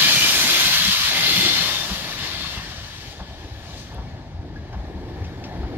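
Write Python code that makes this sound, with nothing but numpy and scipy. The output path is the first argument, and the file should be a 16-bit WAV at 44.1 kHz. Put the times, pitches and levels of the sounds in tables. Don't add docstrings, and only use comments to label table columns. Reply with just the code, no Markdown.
import sys
import numpy as np
from scipy import signal
from scipy.fft import rfft, irfft, next_fast_len
from scipy.io import wavfile
from scipy.ndimage import uniform_filter1d, map_coordinates

SR = 44100
rng = np.random.default_rng(int(sys.argv[2]) if len(sys.argv) > 2 else 0)


def wrap_up_sound(samples):
    columns = np.atleast_2d(samples).T
    tamed = np.clip(columns, -1, 1)
    steps = np.round(tamed * 32767).astype(np.int16)
    wavfile.write(sys.argv[1], SR, steps)


N = 254745

# time_s, hiss_db, then sizzle_db, fizz_db, hollow_db (all three relative to the hiss)
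STEAM_LEVELS = [(0, -16, -10.5, -13, -10.5), (.18, -19, -4.5, -9, -13.5), (.39, -20, -4, -7, -9.5),
                (.61, -18.5, -7.5, -9, -12.5), (1.14, -21.5, -8, -13, -10), (1.27, -18, -15, -13.5, -15.5),
                (1.4, -21, -7.5, -10, -16.5), (1.46, -19, -9.5, -16, -19), (1.62, -24, -5, -11.5, -7.5),
                (1.91, -31.5, -4, -10, -7), (2.17, -34, -8.5, -12, -3.5), (2.22, -30, -8, -16, -7.5),
                (2.53, -35, -6, -14.5, -5), (2.6, -38, -7, -16.5, -2), (3.12, -43.5, -3.5, -14.5, -6.5),
                (3.24, -48.5, -7.5, -19, -2.5), (3.6, -48.5, -6.5, -15, -3), (3.79, -45.5, -0.5, -14, -4.5),
                (4.02, -53, -8.5, -18, 1.5), (4.44, -57, -9.5, -20, 2.5), (5.05, -53.5, -7.5, -15, 4),
                (5.78, -51.5, -12, -16, 4)]
# pitch_hz, level_db
HISS_COLOUR = [(600, -90), (1200, -13), (1900, -6.5), (2400, -2.5), (3400, 2), (4200, 0.5), (4900, -1.5),
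               (6500, -17), (12000, -120)]
SIZZLE_COLOUR = [(1800, -90), (3500, -14), (4800, -3), (5600, -1.5), (6600, -5), (7400, -14.5),
                 (8200, -14.5), (10500, -24), (16000, -120)]
FIZZ_COLOUR = [(4410, -6.5), (7500, 4.5), (7930, -36.5), (8590, -0.5), (10100, -3), (11900, 3), (14700, -4),
               (15600, -9)]
HOLLOW_COLOUR = [(400, -90), (700, -30), (1050, -3), (1300, -6), (1580, -5), (1750, 1.5), (1900, -5),
                 (2250, -7), (3000, -25), (6000, -90)]
# time_s, left_over_right_db
STEAM_DRIFT = [(0, -4.5), (1.4, -3.5), (1.65, 0), (3.8, -0.5), (4.2, -2.5), (5.78, -1.5)]
# start_s, length_s, pitch_hz,
# level_db
WHISTLES = [(-.1, .42, 2390, -26), (-.1, .44, 3040, -27), (-.1, .22, 3320, -29),
            (-.1, .24, 1690, -33), (-.1, .3, 4150, -31), (.3, .4, 2430, -32.5),
            (.45, .5, 3300, -31), (.38, .4, 2080, -35), (.35, .85, 4080, -30.5),
            (1.09, .56, 2080, -31), (1.55, .3, 2120, -40), (.3, .5, 1560, -38),
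            (1.2, .38, 3460, -27), (1.45, .42, 3600, -31), (1.2, .5, 4250, -28),
            (1.52, .12, 3050, -31), (2.18, .38, 3650, -42), (2.35, .3, 2700, -45),
            (2.15, .5, 2050, -47), (2.2, .36, 4300, -42), (2.6, 1.3, 1730, -59)]
BAND_SPREAD, BAND_FADE_S = .055, .06

# time_s, boom_db, drone_db, roar_db
ROLLING_LEVELS = [(0, -39, -41.5, -37), (.25, -35.5, -38, -36.5), (.58, -38, -36.5, -37.5),
                  (.79, -41.5, -53.5, -42.5), (1.03, -46.5, -53, -43.5), (1.14, -37.5, -40.5, -36),
                  (1.32, -37.5, -38.5, -38), (1.7, -38, -37.5, -38.5), (1.76, -43.5, -46.5, -43),
                  (2.15, -40, -44.5, -42), (2.7, -46.5, -51, -48), (3.1, -48, -48.5, -48),
                  (3.9, -45.5, -46.5, -47), (4.4, -45, -47.5, -48.5), (4.85, -42, -41, -44),
                  (5.25, -40.5, -39, -45.5), (5.5, -38.5, -43, -42), (5.78, -38, -35.5, -43.5)]
# pitch_hz, level_db
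RUMBLE_COLOUR = [(13, -47), (22, -29), (41, -4), (59, -1), (92, -0.5), (130, -4.5), (170, -28), (290, -120)]
BOOM_COLOUR = [(35, -90), (70, -29), (115, -5.5), (160, 2.5), (200, -4.5), (250, -5.5), (420, -90),
               (900, -120)]
DRONE_COLOUR = [(70, -90), (150, -28), (240, -3.5), (300, 2.5), (385, -1.5), (510, -6.5), (800, -57),
                (1700, -120)]
ROAR_COLOUR = [(170, -88), (350, -41), (530, -1.5), (620, 1.5), (750, 1.5), (930, -1.5), (1080, -13),
               (1600, -75), (3500, -120)]
RUMBLE_START_DB, NEARING_DB_PER_S = -45, 1.77

# start_s, deep_db, deep_pitch_hz, hollow_over_deep_db
THUMPS = [(0.868, -32.5, 67.3, 8), (1.37, -29.5, 107, 6.5), (1.44, -37.5, 100, 9), (1.903, -25, 58, -0.5),
          (2.562, -28.5, 59.2, -9.5), (2.768, -34, 72, -11), (3.201, -27.5, 62, -9), (3.305, -35, 79, -12),
          (3.598, -44, 67, -16), (3.979, -30, 56, -8), (4.058, -28, 64.6, -13), (4.133, -28.5, 92, -20),
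          (4.327, -29, 89.5, -15), (4.586, -27, 76.5, -16), (4.752, -24.5, 63.6, -7.5),
          (4.785, -25, 55.3, -14), (4.946, -24, 71.4, -10), (5.203, -22.5, 82.4, -19),
          (5.585, -21.5, 64.4, -17), (5.628, -21, 60.7, -20)]
HOLLOW_HZ, DEEP_RISE_S, HOLLOW_RISE_S = 190, .016, .015

# start_s, blow_strength_db
JOINTS = [(1.383, -14), (1.891, -9.5), (2.556, -12.5), (3.19, -13), (3.91, -18), (3.977, -12), (4.383, -26),
          (4.726, -12.5), (5.526, -23), (5.628, -12)]
# pitch_hz, width_hz, level_db
WHEEL_AND_RAIL = [(373, 110, -9), (730, 140, -3), (925, 70, -1), (1100, 200, -8), (1630, 500, -14)]
# start_s, ring_db, ring_pitch_hz, crack_over_ring_db
CLINKS = [(2.445, -31, 1110, -20), (3.02, -38, 1680, -20), (3.692, -40, 1130, -20), (4.068, -44, 2250, -6),
          (4.559, -33, 1670, -11), (4.726, -50, 2300, 14), (5.24, -52, 2560, 21), (5.438, -45, 2200, 17)]
# pitch_hz, width_hz, level_db
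CRACK_RESONANCES = [(2200, 900, 0), (3200, 1200, 0), (4500, 1200, -2), (5900, 1000, -1)]
RING_T60_S = .065
# start_s, level_db, pitch_hz
TICKS = [(3.946, -32.5, 10300)]

# pitch_hz, time_to_fall_60_db_s
ECHO_DECAY = [(100, .4), (1000, .3), (6000, .18)]
# pitch_hz, likeness (1 = the same)
LIKENESS = [(60, .98), (300, .96), (640, .86), (1400, .66), (3000, .55), (6000, .35), (12000, .3)]
# pitch_hz, left_over_right_db
PORT_COLOUR = [(60, 2), (400, 0.6), (1300, 1.5), (2400, 6), (4400, 10.5), (8000, -8), (15000, -4)]
# pitch_hz, left_lead_radians
PORT_LEAD = [(30, -.03), (300, -.2), (1030, -.45), (1400, -.9), (2700, -1.4), (4400, -2.9), (6500, -3.8),
             (15000, -8)]
TOP_HZ = 15800


def steam():
    hiss_db, sizzle_db, fizz_db, hollow_db = curves(STEAM_LEVELS)
    hiss = rush(HISS_COLOUR, patchy_db=1.2)
    sizzle = amp(sizzle_db) * rush(SIZZLE_COLOUR, patchy_db=2.0)
    fizz = amp(fizz_db) * rush(FIZZ_COLOUR, patchy_db=2.0)
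    hollow = amp(hollow_db) * rush(HOLLOW_COLOUR, patchy_db=1.0)
    flutter_db = .34 * wobble(9.5) + .5 * wobble(40)
    jet = (hiss + sizzle) * drift() + fizz + hollow
    return amp(hiss_db + flutter_db) * jet


def whistles():
    out = np.zeros((2, N))
    for start, length, hz, db in WHISTLES:
        first = round(max(start, 0) * SR)
        last = min(round((start + length) * SR), N)
        t = np.arange(first, last) / SR
        knots = rng.standard_normal((4, 400))
        a, b, c, d = (map_coordinates(k, [(t - start) * hz * BAND_SPREAD]) for k in knots)
        carrier = np.exp(2j * np.pi * hz * t)
        both = ((a + 1j * b) * carrier).real
        apart = ((c + 1j * d) * carrier).real
        time_to_edge = np.minimum(t - start, start + length - t)
        swell = np.clip(time_to_edge / BAND_FADE_S, 0, 1)
        pair = np.array([both + .5 * apart, both - .5 * apart])
        out[:, first:first + len(t)] += amp(db) * swell * pair
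    return out * drift()


def drift():
    drift_db, = curves(STEAM_DRIFT)
    return amp(np.array([.5 * drift_db, -.5 * drift_db]))


def rolling():
    boom_db, drone_db, roar_db = curves(ROLLING_LEVELS)
    rumble_db = RUMBLE_START_DB + NEARING_DB_PER_S * np.arange(N) / SR
    lumps = wobble(11)
    rumble = amp(rumble_db + .31 * lumps + .45 * wobble(5.3)) * rush(RUMBLE_COLOUR, patchy_db=2.0)
    boom = amp(boom_db + .46 * lumps + 2.2 * wobble(16)) * rush(BOOM_COLOUR, patchy_db=-.94)
    drone = amp(drone_db + 1.4 * lumps + .19 * wobble(21)) * rush(DRONE_COLOUR, patchy_db=1.5)
    roar = amp(roar_db + .45 * lumps + .72 * wobble(9)) * rush(ROAR_COLOUR, patchy_db=1.5)
    return rumble + boom + drone + roar


def thumps():
    out, t = np.zeros(N + SR), np.arange(SR // 4) / SR

    def swell(rise_s):
        return (t / rise_s * np.exp(1 - t / rise_s)) ** 2

    hollow = swell(HOLLOW_RISE_S) * np.sin(2 * np.pi * HOLLOW_HZ * t)
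    for start, db, deep_hz, hollow_db in THUMPS:
        deep = swell(DEEP_RISE_S) * np.sin(2 * np.pi * deep_hz * t)
        out[round(start * SR):][:len(t)] += amp(db) * (deep + amp(hollow_db) * hollow)
    return out[:N]


def joints():
    blows, t = np.zeros(N + SR), np.arange(SR // 4) / SR
    rise = 1 - np.exp(-t / .006)
    for start, db in JOINTS:
        fade = amp(db - 60 * t / .15)
        blows[round(start * SR):][:len(t)] += fade * rise * rng.standard_normal(len(t))
    return filtered(blows[:N], lambda f: resonances(WHEEL_AND_RAIL, f) * dull(f))


def clinks():
    ring, crack, t = np.zeros(N + SR), np.zeros(N + SR), np.arange(SR // 4) / SR
    rise = 1 - np.exp(-t / .0015)
    for start, db, hz, crack_db in CLINKS:
        first = round(start * SR)
        ring_fade = amp(db - 60 * t / RING_T60_S)
        crack_fade = amp(db + crack_db - 30 * t / RING_T60_S)
        ring[first:][:len(t)] += ring_fade * rise * np.sin(2 * np.pi * hz * t)
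        crack[first:][:len(t)] += crack_fade * rise * rng.standard_normal(len(t))
    return ring[:N] + filtered(crack[:N], lambda f: resonances(CRACK_RESONANCES, f) * dull(f))


def tick():
    out, t = np.zeros(N), np.arange(SR // 100) / SR
    for start, db, hz in TICKS:
        out[round(start * SR):][:len(t)] += amp(db - 60 * t / .0012) * np.sin(2 * np.pi * hz * t)
    return out


def yard(x):
    hz, t, z = signal.stft(rng.standard_normal((2, SR // 2)), SR, nperseg=256)
    fade = amp(-60 * t / along(ECHO_DECAY, hz)[:, None])
    tail = signal.istft(z * fade, SR, nperseg=256)[1]
    tail = tail / np.linalg.norm(tail[0])
    late = np.pad(x, (400, 0))[None]
    return signal.fftconvolve(late, tail, axes=1)[:, :N]


def dull(f):
    return 1 / (1 + (f / 7000) ** 8)


def resonances(modes, f):
    total = 0
    for k, (centre, width, db) in enumerate(modes):
        damping = 1j * f * width
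        total = total + (-1) ** k * amp(db) * damping / (centre * centre - f * f + damping)
    return total


def rush(colour, patchy_db):
    z = signal.stft(rng.standard_normal((2, N)), nperseg=512)[2]
    patches = uniform_filter1d(rng.standard_normal(z.shape[1:]), 4, 0)
    patches = unit(uniform_filter1d(patches, 12, 1))
    pair = signal.istft(z * amp(patchy_db * patches), nperseg=512)[1][:, :N]

    def mid_and_side(hz):
        angle = np.arccos(np.clip(along(LIKENESS, hz), -1, 1)) / 2
        return amp(along(colour, hz)) * [np.cos(angle), np.sin(angle)]

    mid, side = filtered(pair, mid_and_side)
    return unit(np.array([mid + side, mid - side]))


def filtered(x, response):
    m = next_fast_len(N + 8192)
    return irfft(rfft(x, m) * response(np.fft.rfftfreq(m, 1 / SR)), m)[..., :N]


def wobble(rate):
    points = rng.standard_normal(int(N * rate / SR) + 4)
    return map_coordinates(points, [np.arange(N) * rate / SR])


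def curves(rows):
    time_s, *columns = np.transpose(rows)
    return [np.interp(np.arange(N) / SR, time_s, c) for c in columns]


def along(points, hz):
    f, v = np.transpose(points)
    return np.interp(np.log(hz + 1), np.log(f + 1), v)


def unit(x):
    return x / np.sqrt(np.mean(x ** 2) + 1e-20)


def amp(db):
    return 10 ** (np.asarray(db) / 20)


def scene():
    hits = joints() + clinks()
    echo = amp(-11) * yard(hits)
    return steam() + whistles() + rolling() + thumps() + hits + echo + tick()


def record(dry):
    side = np.array([[.5], [-.5]])

    def ports(hz):
        gain = amp(side * along(PORT_COLOUR, hz))
        return gain * np.exp(1j * side * along(PORT_LEAD, hz)) * (hz < TOP_HZ)

    return filtered(dry, ports)


dry = scene()
out = record(dry)
wrap_up_sound(out)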